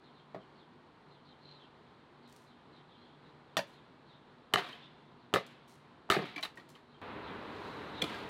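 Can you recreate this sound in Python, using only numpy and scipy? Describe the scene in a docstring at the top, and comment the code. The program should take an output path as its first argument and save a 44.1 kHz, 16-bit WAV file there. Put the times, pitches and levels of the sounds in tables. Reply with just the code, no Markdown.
"""Splitting firewood in a backyard

A hatchet taps a log on a block, then strikes hard: the steel clacks, fibres tear and the wood rings.
Wooden knocks follow as pieces land and the blows echo; bark crackles and sparrows chirp.
Before the last blow, a distant hum cuts abruptly to a louder hiss of breeze and leaves,
and the yard is heard from further off."""
import sys
import numpy as np
from scipy import signal
from scipy.fft import rfft, irfft
from scipy.io import wavfile
from scipy.ndimage import uniform_filter1d, minimum_filter1d

SR = 44100
rng = np.random.default_rng(int(sys.argv[2]) if len(sys.argv) > 2 else 0)


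def materialize(psi):
    """Save the field psi as 16-bit PCM at rate SR to the path in sys.argv[1].

    A 1-D psi becomes a single channel; in a 2-D psi each row is a channel.
    """
    bounded = np.clip(np.atleast_2d(psi).T, -1, 1)
    quanta = np.round(bounded * 32767).astype(np.int16)
    wavfile.write(sys.argv[1], SR, quanta)


N = 365588

# A t60 is the time a sound takes to fade by 60 dB. Levels in the tables are relative, before mixing.
# Hatchet blows: start_s, level_db, brightness_db_per_octave, edge_db, tear_s, boom_db, pitch_ratio,
# note_hz, note_db, note_t60_s, second_note_hz, second_note_db, block_db, wall_db, tail_db
BLOWS = [(0.346, -56, -6.5, -57, 0.015, -5, 0.95, 666, -45, 0.023, 303, -45, -38.5, -6, -53),
         (3.5689, -37, 1.5, -19.5, 0.015, -16.5, 1.5, 3490, -41, 0.05, 660, -28.5, -34, -18, -26),
         (4.5375, -31.5, 1.7, -12.5, 0.0042, -8.5, 1.0, 3050, -31.5, .016, 412, -24, -34, -0.5, -10.5),
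         (5.3389, -34.5, 0.5, -14.5, 0.017, -11, 1.0, 540, -40.5, .07, 408, -19, -28, 0.5, -19),
         (6.101, -31, 0.4, -11, 0.029, -10, 0.987, 1290, -33, 0.02, 397, -20, -33.5, -5, -10),
         (8.0179, -54, 2, -46, 0.0019, -4, 1.55, 3430, -39.5, 0.03, 2410, -35, -45, -3, -26),
         (8.021, -46, 3.5, -48, 0.0032, 8.5, 1.11, 3260, -39, 0.012, 506, -31.5, -33, -1, -10.5)]
# Wooden knocks after the blows (pieces landing, and echoes of the blows): start_s, level_db,
# brightness_db_per_octave, scrape_s, boom_db, pitch_ratio, note_hz, note_db, note_t60_s
AFTER_KNOCKS = [(3.590, -46.5, 2, 0.0041, -5, 1.3, 577, -39, 0.06),
                (4.572, -40.5, -2.5, 0.012, -8.5, 1.02, 675, -44, 0.032),
                (4.583, -43.5, 0.5, 0.017, -14, 0.85, 3030, -43, .03),
                (4.621, -57, -3, 0.015, -9, 0.86, 1280, -48, 0.037),
                (4.643, -56.5, -2.5, 0.0073, -4, 1.03, 3750, -58, .02),
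                (4.664, -58, -0.5, 0.037, -7, 0.9, 3750, -62, .03),
                (4.689, -59, 1.5, 0.0054, 4, 1.47, 2630, -62, .03),
                (4.699, -71, -2, 0.011, -6, 0.98, 3760, -60.5, .03),
                (4.729, -61.5, 0.5, 0.03, -8, 1.04, 3120, -54.5, 0.045),
                (5.367, -41, -4, 0.02, -10, 0.973, 544, -36, 0.034),
                (6.114, -45.5, 1, 0.012, -12, 1.16, 4160, -44, 0.016),
                (6.133, -42, 0, 0.019, -8, 1.23, 2620, -53, .02),
                (6.146, -41, -3, 0.012, -17, 1.08, 1800, -46, .02),
                (6.165, -42.5, -7, 0.0049, -2, 0.89, 400, -36, 0.038),
                (6.186, -45.5, -7.5, 0.011, -3, 1.02, 270, -44, 0.047),
                (6.219, -51, -2.5, 0.01, 2, 0.92, 370, -46, 0.047),
                (6.239, -55, -4, 0.0037, -5, 1.3, 255, -49.5, 0.03),
                (6.251, -55, 0.5, 0.068, 1, 1.06, 3160, -60, .02),
                (6.361, -55, 3, 0.0093, 14.5, 1.6, 2310, -45.5, 0.043),
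                (6.379, -51, -0.5, 0.011, -10, 1.5, 2330, -43.5, 0.04),
                (6.427, -48.5, 3.5, 0.0078, 0, 1.58, 3130, -50, 0.015),
                (6.432, -52.5, 6, 0.014, -9, 1.3, 3950, -43, 0.036),
                (6.450, -50, 3, 0.0065, -8, 1.01, 714, -56.5, 0.061),
                (6.573, -60, -2.5, 0.014, 2, 0.85, 1886, -53, 0.039),
                (6.597, -67, 1, 0.012, -7, 1.07, 1930, -62, 0.035),
                (6.752, -64.5, 0.5, 0.018, -18, 1, 3070, -65, 0.016),
                (8.041, -52, 4.5, 0.0043, 15, 0.99, 317, -41.5, 0.042),
                (8.095, -55, 0.5, 0.08, 7, 1.08, 2270, -63, .03),
                (8.142, -58, 2.5, 0.058, -23, 1.15, 1610, -48.5, 0.061)]
# The tones of the steel edge going in, of a log and of the block: pitch_hz, level_db, t60_s
EDGE_TONES = [(1236, -3.5, 0.02), (1800, -6.5, 0.017), (2936, 4, 0.005), (3910, -10.5, 0.013),
              (6160, -9.5, 0.0042), (7670, -9.5, 0.0033)]
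LOG_TONES = [(117.6, -14, 0.053), (185.8, -3, 0.035), (287, -11.5, 0.029), (412.4, 0, 0.059),
             (542, -0.5, 0.037), (670, 0, 0.068), (896, 6.5, 0.0096), (1136, 12, 0.0098), (1272, 11, 0.013),
             (1786, 10.5, 0.0068), (2150, 2, 0.009), (2510, -0.5, 0.002), (3200, 9.5, 0.0042),
             (3670, 7, 0.0093), (4490, -12, 0.0032)]
BLOCK_TONES = [(126.5, -5, .14), (187.2, 3, 0.13)]
# Borders of wood's five bands, from low to high (boom, thud, knock, crack, snap): edge_hz
BAND_EDGES_HZ = [85, 320, 800, 2400, 4500, 17000]
# Middles of the upper four bands: thud_hz, knock_hz, crack_hz, snap_hz
BAND_CENTRES_HZ = [500, 1400, 3300, 8700]
# Tone colour of a blow and of a knock after it: thud_db, knock_db, crack_db, snap_db
BLOW_COLOUR_DB = [-1, 1.5, -1, -10.5]
AFTER_COLOUR_DB = [-3.5, 3, 0, -18]
# The block thumping the ground: start_s, level_db
THUMPS = [(6.102, -44), (8.022, -52)]
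# Bark and splinters crackling: start_s, length_s, level_db
CRACKLES = [(2.277, 0.21, -78.5), (2.324, 0.008, -65), (2.362, 0.0074, -63.5), (3.671, 0.1, -78.5),
            (4.62, 0.13, -74), (5.465, 0.01, -63.5), (5.677, 0.087, -71.5), (6.405, 0.026, -66),
            (6.557, 0.04, -72.5), (6.688, 0.04, -68), (8.053, 0.61, -74)]
# Sparrows' falling chirps: start_s, start_hz, level_db
CHIRPS = [(.016, 4250, -70.5), (.139, 4200, -69), (.55, 4300, -70), (1.079, 4450, -71),
          (1.238, 4340, -67.5), (2.22, 4380, -70), (2.444, 4370, -71.5), (2.721, 4220, -68.5),
          (2.875, 4120, -67), (3.714, 4100, -70), (4.06, 4350, -68), (5.179, 4530, -76), (6.885, 4060, -72),
          (7.22, 4210, -59)]
# The path of one chirp, from start to end: pitch_ratio
CHIRP_SHAPE = [1, .95, .89, .8, .72]
# Trilled, sliding whistles: start_s, length_s, start_hz, end_hz, level_db
WHISTLES = [(0.394, 0.055, 3230, 2760, -70.5), (1.406, 0.19, 4250, 3960, -61.5),
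            (1.585, .075, 3750, 2770, -63.5), (2.951, 0.21, 3240, 3450, -71),
            (2.946, 0.14, 3840, 4330, -72), (3.214, 0.093, 3950, 3850, -73.5),
            (4.112, 0.078, 4030, 3500, -73.5), (4.807, 0.065, 3760, 3400, -59),
            (6.932, 0.037, 3350, 2910, -72), (7.941, 0.067, 3840, 3730, -51.5)]
# Tone colour of the distant hum and of the breeze: pitch_hz, level_db
HUM_SPECTRUM = [(25, -25), (80, -11), (125, -6), (240, -5), (400, -4.5), (580, -11), (940, -7.5),
                (1600, -15), (2600, -22), (4200, -23), (5000, -34), (6000, -41.5), (9500, -46.5),
                (16000, -86)]
BREEZE_SPECTRUM = [(15, -56), (25, -26), (84, -4), (161, -3.5), (223, 0.5), (263, -3.5), (309, 1.5),
                   (363, -6.5), (394, 1.5), (641, -7), (988, -3), (1440, -8.5), (3920, -20.5), (5880, -44),
                   (16000, -56.5)]
# Narrow drones within the hum: pitch_hz, width_hz, level_db
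DRONES = [(145.5, 4.5, -70), (241, 5, -71), (990, 100, -79)]


def hatchet(wall_delay_s=.0203, hard_edge_db=-18, bump_lead_s=0.0093, scatter_db=-7):
    """Each blow clacks, tears the log and rings the block; the wall and the yard answer."""
    clacks, body, wall_clacks, wall_body, far, bumps = np.zeros((6, N))
    t = clock(.3)
    for (start_s, db, brightness, edge_db, tear_s, boom_db, pitch, note_hz, note_db, note_t60,
         second_hz, second_db, block_db, wall_db, tail_db) in BLOWS:
        # the cleaner the edge bites, the less the fibres tear
        tear_db = 32.5 - 1.6 * (edge_db - db)
        bands_db = band_levels(BLOW_COLOUR_DB, db, brightness)
        knock = wood_knock(bands_db, tear_s, tear_db, boom_db, pitch, note_hz, note_db, note_t60)
        knock += ring(t, second_hz, second_db, t60=.06)
        add(clacks, start_s, undb(edge_db) * edge_clack())
        add(body, start_s, knock)
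        add(bumps, start_s, undb(block_db) * block_ring())
        add(wall_clacks, start_s, undb(edge_db + wall_db) * edge_clack())
        add(wall_body, start_s, undb(wall_db - 6) * knock)
        # far echoes keep no pitch, so a single click sets them off
        add(far, start_s, undb([tail_db]))
        if edge_db > hard_edge_db:
            add(bumps, start_s - bump_lead_s, undb(edge_db - 26) * dull_bump())
    out = clacks + body + bumps
    # the wall returns mostly the middle pitches of the clack
    slap = band(wall_clacks, 950, 1700, order=3)
    add(out, wall_delay_s, slap + band(wall_body, 100, 2350, order=1))
    return out + undb(scatter_db) * scatter(body, t60=0.17, top_hz=5900) + yard_tail(far)


def edge_clack():
    """The steel edge enters the end of the log with a short, hard clack."""
    t = clock(.05)
    return sum((-1) ** k * ring(t, hz, db, t60) for k, (hz, db, t60) in enumerate(EDGE_TONES))


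def dull_bump(start_hz=1200, end_hz=300, settle_s=0.0024):
    """A dull, falling bump just ahead of the hardest cracks."""
    t = clock(.3)
    hz = end_hz + (start_hz - end_hz) * np.exp(-t / settle_s)
    return np.sin(2 * np.pi * np.cumsum(hz) / SR) * fade(t, 0.017)


def wood_knock(bands_db, tear_s, tear_db, boom_db, pitch, note_hz, note_db, note_t60):
    """One hit and a run of tiny snaps or scrapes ring the wood; each knock has a note of its own."""
    t = clock(.3)
    snaps = clicks(len(t), per_s=6000, spread_db=3.34) * np.exp(-t / tear_s)
    force = undb(tear_db) * unit(snaps)
    force[0] += 1  # the hit itself
    # every log is cut differently, so its tones sit a little apart
    ratios = pitch * (1 + 0.023 * rng.standard_normal(len(LOG_TONES)))
    tones = sum((-1) ** k * ring(t, hz * ratios[k], db, t60) for k, (hz, db, t60) in enumerate(LOG_TONES))
    # the snaps are heard directly as well as through the wood
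    sound = signal.fftconvolve(force, unit(tones))[:len(t)] + force
    sound = band(sound, 53, 8000, order=1)
    parts = [band(sound, lo, hi, order=3) for lo, hi in zip(BAND_EDGES_HZ, BAND_EDGES_HZ[1:])]
    parts.append(ring(t, note_hz, 0, note_t60) * swell(t, 0.00065))
    # the boom follows the thud; each part gets its level from its first moments
    levels_db = [bands_db[0] + boom_db, *bands_db, note_db]
    attack = t < .025
    return sum(part * undb(db) / np.std(part[attack]) for part, db in zip(parts, levels_db))


def band_levels(colour_db, db, brightness):
    """Levels of thud, knock, crack and snap; brightness tips them like a seesaw around the knock."""
    octaves = np.log2(np.array(BAND_CENTRES_HZ) / BAND_CENTRES_HZ[1])
    return db + np.array(colour_db) + brightness * octaves


def block_ring():
    """The heavy block takes a moment to swell, then dies away."""
    t = clock(.3)
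    return sum(ring(t, hz, db, t60) for hz, db, t60 in BLOCK_TONES) * swell(t, 0.016)


def ground_thumps(pitch_hz=54.5):
    """The heaviest blows drive the block against the ground."""
    out = np.zeros(N)
    for start_s, db in THUMPS:
        add(out, start_s, ring(clock(.2), pitch_hz, db + 0.5, t60=0.05))
    return out


def after_knocks(scrape_db=20.5, scatter_db=-9, tail_db=-6):
    """Wooden knocks after the blows: pieces landing, and echoes of the blows."""
    out, far = np.zeros((2, N))
    for start_s, db, brightness, scrape_s, boom_db, pitch, note_hz, note_db, note_t60 in AFTER_KNOCKS:
        bands_db = band_levels(AFTER_COLOUR_DB, db, brightness)
        knock = wood_knock(bands_db, scrape_s, scrape_db, boom_db, pitch, note_hz, note_db, note_t60)
        add(out, start_s, knock)
        add(far, start_s, undb([db + tail_db]))
    return out + undb(scatter_db) * scatter(out, t60=0.19, top_hz=8000) + yard_tail(far)


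def bark():
    """Bark and splinters crackle in short bursts of tiny clicks."""
    out = np.zeros(N)
    for start_s, length_s, db in CRACKLES:
        t = clock(length_s)
        grains = clicks(len(t), per_s=1800, spread_db=4.7) * np.sqrt(1 - t / length_s)
        add(out, start_s, level(band(grains, 2920, 8000, order=1), db))
    return out + undb(-2) * scatter(out, t60=0.36, top_hz=11900)


def scatter(x, t60, top_hz):
    """The woodpile and paving throw back a short cloud of echoes."""
    t = clock(.25)
    cloud = clicks(len(t), per_s=2800, spread_db=1.8) * fade(t, t60) * swell(t, 0.00077)
    return band(signal.fftconvolve(x, unit(cloud))[:N], 80, top_hz, order=1)


def yard_tail(x):
    """Houses and trees send back a thin, long echo whose highs fade first."""
    t = clock(.9)
    noise = rng.standard_normal(len(t))
    lows = undb(-3) * band(noise, 110, 580) * fade(t, 1.0)
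    mids = band(noise, 1160, 3770, order=4) * fade(t, 0.81)
    highs = undb(-9) * band(noise, 4200, 11000) * fade(t, 0.19)
    tail = (lows + mids + highs) * swell(t, 0.072)
    return signal.fftconvolve(x, unit(tail))[:N]


def sparrows(flock_chirps=18, flock_hz=3980, spread_octaves=0.074):
    """Chirps and whistles over the fainter twitter of the flock, blurred by distance."""
    out = np.zeros(N)
    for start_s, start_hz, db in CHIRPS:
        add(out, start_s, chirp(start_hz, db))
    for start_s, length_s, start_hz, end_hz, db in WHISTLES:
        whistle = bird_call(length_s, [start_hz, end_hz], db, trill_hz=34, trill_depth=.026, rasp=.032)
        add(out, start_s, whistle)
    for when, pitch in rng.random((flock_chirps, 2)):
        start_hz = flock_hz * 2 ** (spread_octaves * (2 * pitch - 1))
        add(out, when * N / SR, chirp(start_hz, db=-78))
    blur = scatter(out, t60=.16, top_hz=7240)
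    return undb(-5.5) * out + undb(-3) * blur + undb(-19) * yard_tail(out)


def chirp(start_hz, db, length_s=0.097):
    """A raspy chirp that starts high and slides down, never twice alike."""
    path_hz = start_hz * np.array(CHIRP_SHAPE) * (1 + .03 * rng.standard_normal(len(CHIRP_SHAPE)))
    return bird_call(length_s, path_hz, db, trill_hz=73.6, trill_depth=0.028, rasp=.052)


def bird_call(length_s, path_hz, db, trill_hz, trill_depth, rasp, hiss_db=-10, flutter_db=3.5):
    """One breathy call that warbles along a path of pitches while its loudness flutters."""
    t = clock(length_s)
    progress = t / length_s
    jitter, flutter, hiss = rng.standard_normal((3, len(t)))
    trill = trill_depth * np.sin(2 * np.pi * (trill_hz * t + rng.random()))
    glide_hz = np.interp(progress, np.linspace(0, 1, len(path_hz)), path_hz)
    hz = glide_hz * (1 + trill + rasp * level(band(jitter, 24, 500), 0))
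    call = np.sin(2 * np.pi * np.cumsum(hz) / SR) + level(band(hiss, 2700, 4060), hiss_db)
    call *= undb(flutter_db * level(band(flutter, 23, 110), 0))
    return level(call * np.sqrt(np.sin(np.pi * progress)), db)


def distant_hum():
    """A quiet, gently wavering hum with a few drones in it."""
    hum = level(shaped_noise(HUM_SPECTRUM), -60.5)
    for hz, width_hz, db in DRONES:
        drone = band(rng.standard_normal(N), hz - width_hz / 2, hz + width_hz / 2, order=1)
        hum += level(drone, db)
    return hum * undb(.5 * wander(8.8) + 0.27 * wander(15))


def breeze(gust_s=7.66, peak_db=-61, rise_db_per_s=33, fall_db_per_s=12):
    """A breeze hisses, and one gust swells in the leaves and dies away."""
    t = np.arange(N) / SR
    hiss = level(shaped_noise(BREEZE_SPECTRUM), -45) * undb(.5 * wander(12))
    gust_db = peak_db - np.maximum(rise_db_per_s * (gust_s - t), fall_db_per_s * (t - gust_s))
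    leaves = band(clicks(N, per_s=8100, spread_db=2.3), 3800, 4160, order=1)
    return hiss + level(leaves, gust_db)


def undb(db):
    """Turn decibels into a number to multiply by."""
    return 10 ** (np.asarray(db) / 20)


def clock(seconds):
    """The time of each sample, in seconds."""
    return np.arange(int(seconds * SR)) / SR


def level(x, db):
    """Scale to an average (rms) level."""
    return x * undb(db) / np.sqrt(np.mean(x ** 2) + 1e-20)


def unit(x):
    """Scale to an energy of one."""
    return x / np.sqrt(np.sum(x ** 2) + 1e-20)


def band(x, lo_hz, hi_hz, order=2):
    """Keep the pitches between two limits."""
    sections = signal.butter(order, [lo_hz, hi_hz], "band", fs=SR, output="sos")
    return signal.sosfilt(sections, x + 1e-18)


def fade(t, t60):
    """Die away by 60 dB in t60 seconds."""
    return np.exp(-np.log(1000) * t / t60)


def swell(t, rise_s):
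    """Rise smoothly from zero towards one."""
    return 1 - np.exp(-t / rise_s)


def ring(t, hz, db, t60):
    """One pure tone dying away."""
    return undb(db) * np.sin(2 * np.pi * hz * t) * fade(t, t60)


def add(out, start_s, x):
    """Mix x into out at the given time."""
    i = max(int(start_s * SR), 0)
    out[i:i + len(x)] += x[:max(N - i, 0)]


def clicks(size, per_s, spread_db):
    """Random clicks, most small and a few large."""
    chance, side, strength = rng.random((size, 3)).T
    return (chance < per_s / SR) * np.sign(side - .5) * undb(-spread_db * np.log(strength + 0.0069))


def wander(per_s):
    """A slow random drift, mostly between -1 and 1."""
    points = rng.standard_normal(256)
    return np.interp(np.arange(N) / SR * per_s, np.arange(len(points)), points)


def shaped_noise(spectrum):
    """Noise with the tone colour given by rows of pitch_hz, level_db."""
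    hz, db = np.transpose(spectrum)
    all_hz = np.maximum(np.arange(N // 2 + 1) * SR / N, 1)
    gain = undb(np.interp(np.log(all_hz), np.log(hz), db))
    return irfft(rfft(rng.standard_normal(N)) * gain, N)


def scene(cut_s=7.016):
    """The yard as one channel; the hum cuts abruptly to a louder breeze, heard from further off."""
    # the knocks carry nothing below about 90 Hz
    knocks = band(hatchet() + after_knocks(), 88, 20000, order=4)
    events = knocks + ground_thumps() + bark() + sparrows()
    air = np.where(np.arange(N) / SR < cut_s, distant_hum(), breeze())
    return (events + air)[None]


def record(dry, ceiling_db=-13.5, top_hz=15900):
    """A fast limiter turns the loudest cracks down, and the very highest pitches are cut."""
    gain = np.minimum(1, undb(ceiling_db) / (np.abs(dry) + 1e-9))
    gain = uniform_filter1d(minimum_filter1d(gain, size=25), size=25)
    return signal.sosfilt(signal.ellip(8, .2, 70, top_hz, fs=SR, output="sos"), dry * gain)


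dry = scene()
out = record(dry)
materialize(out)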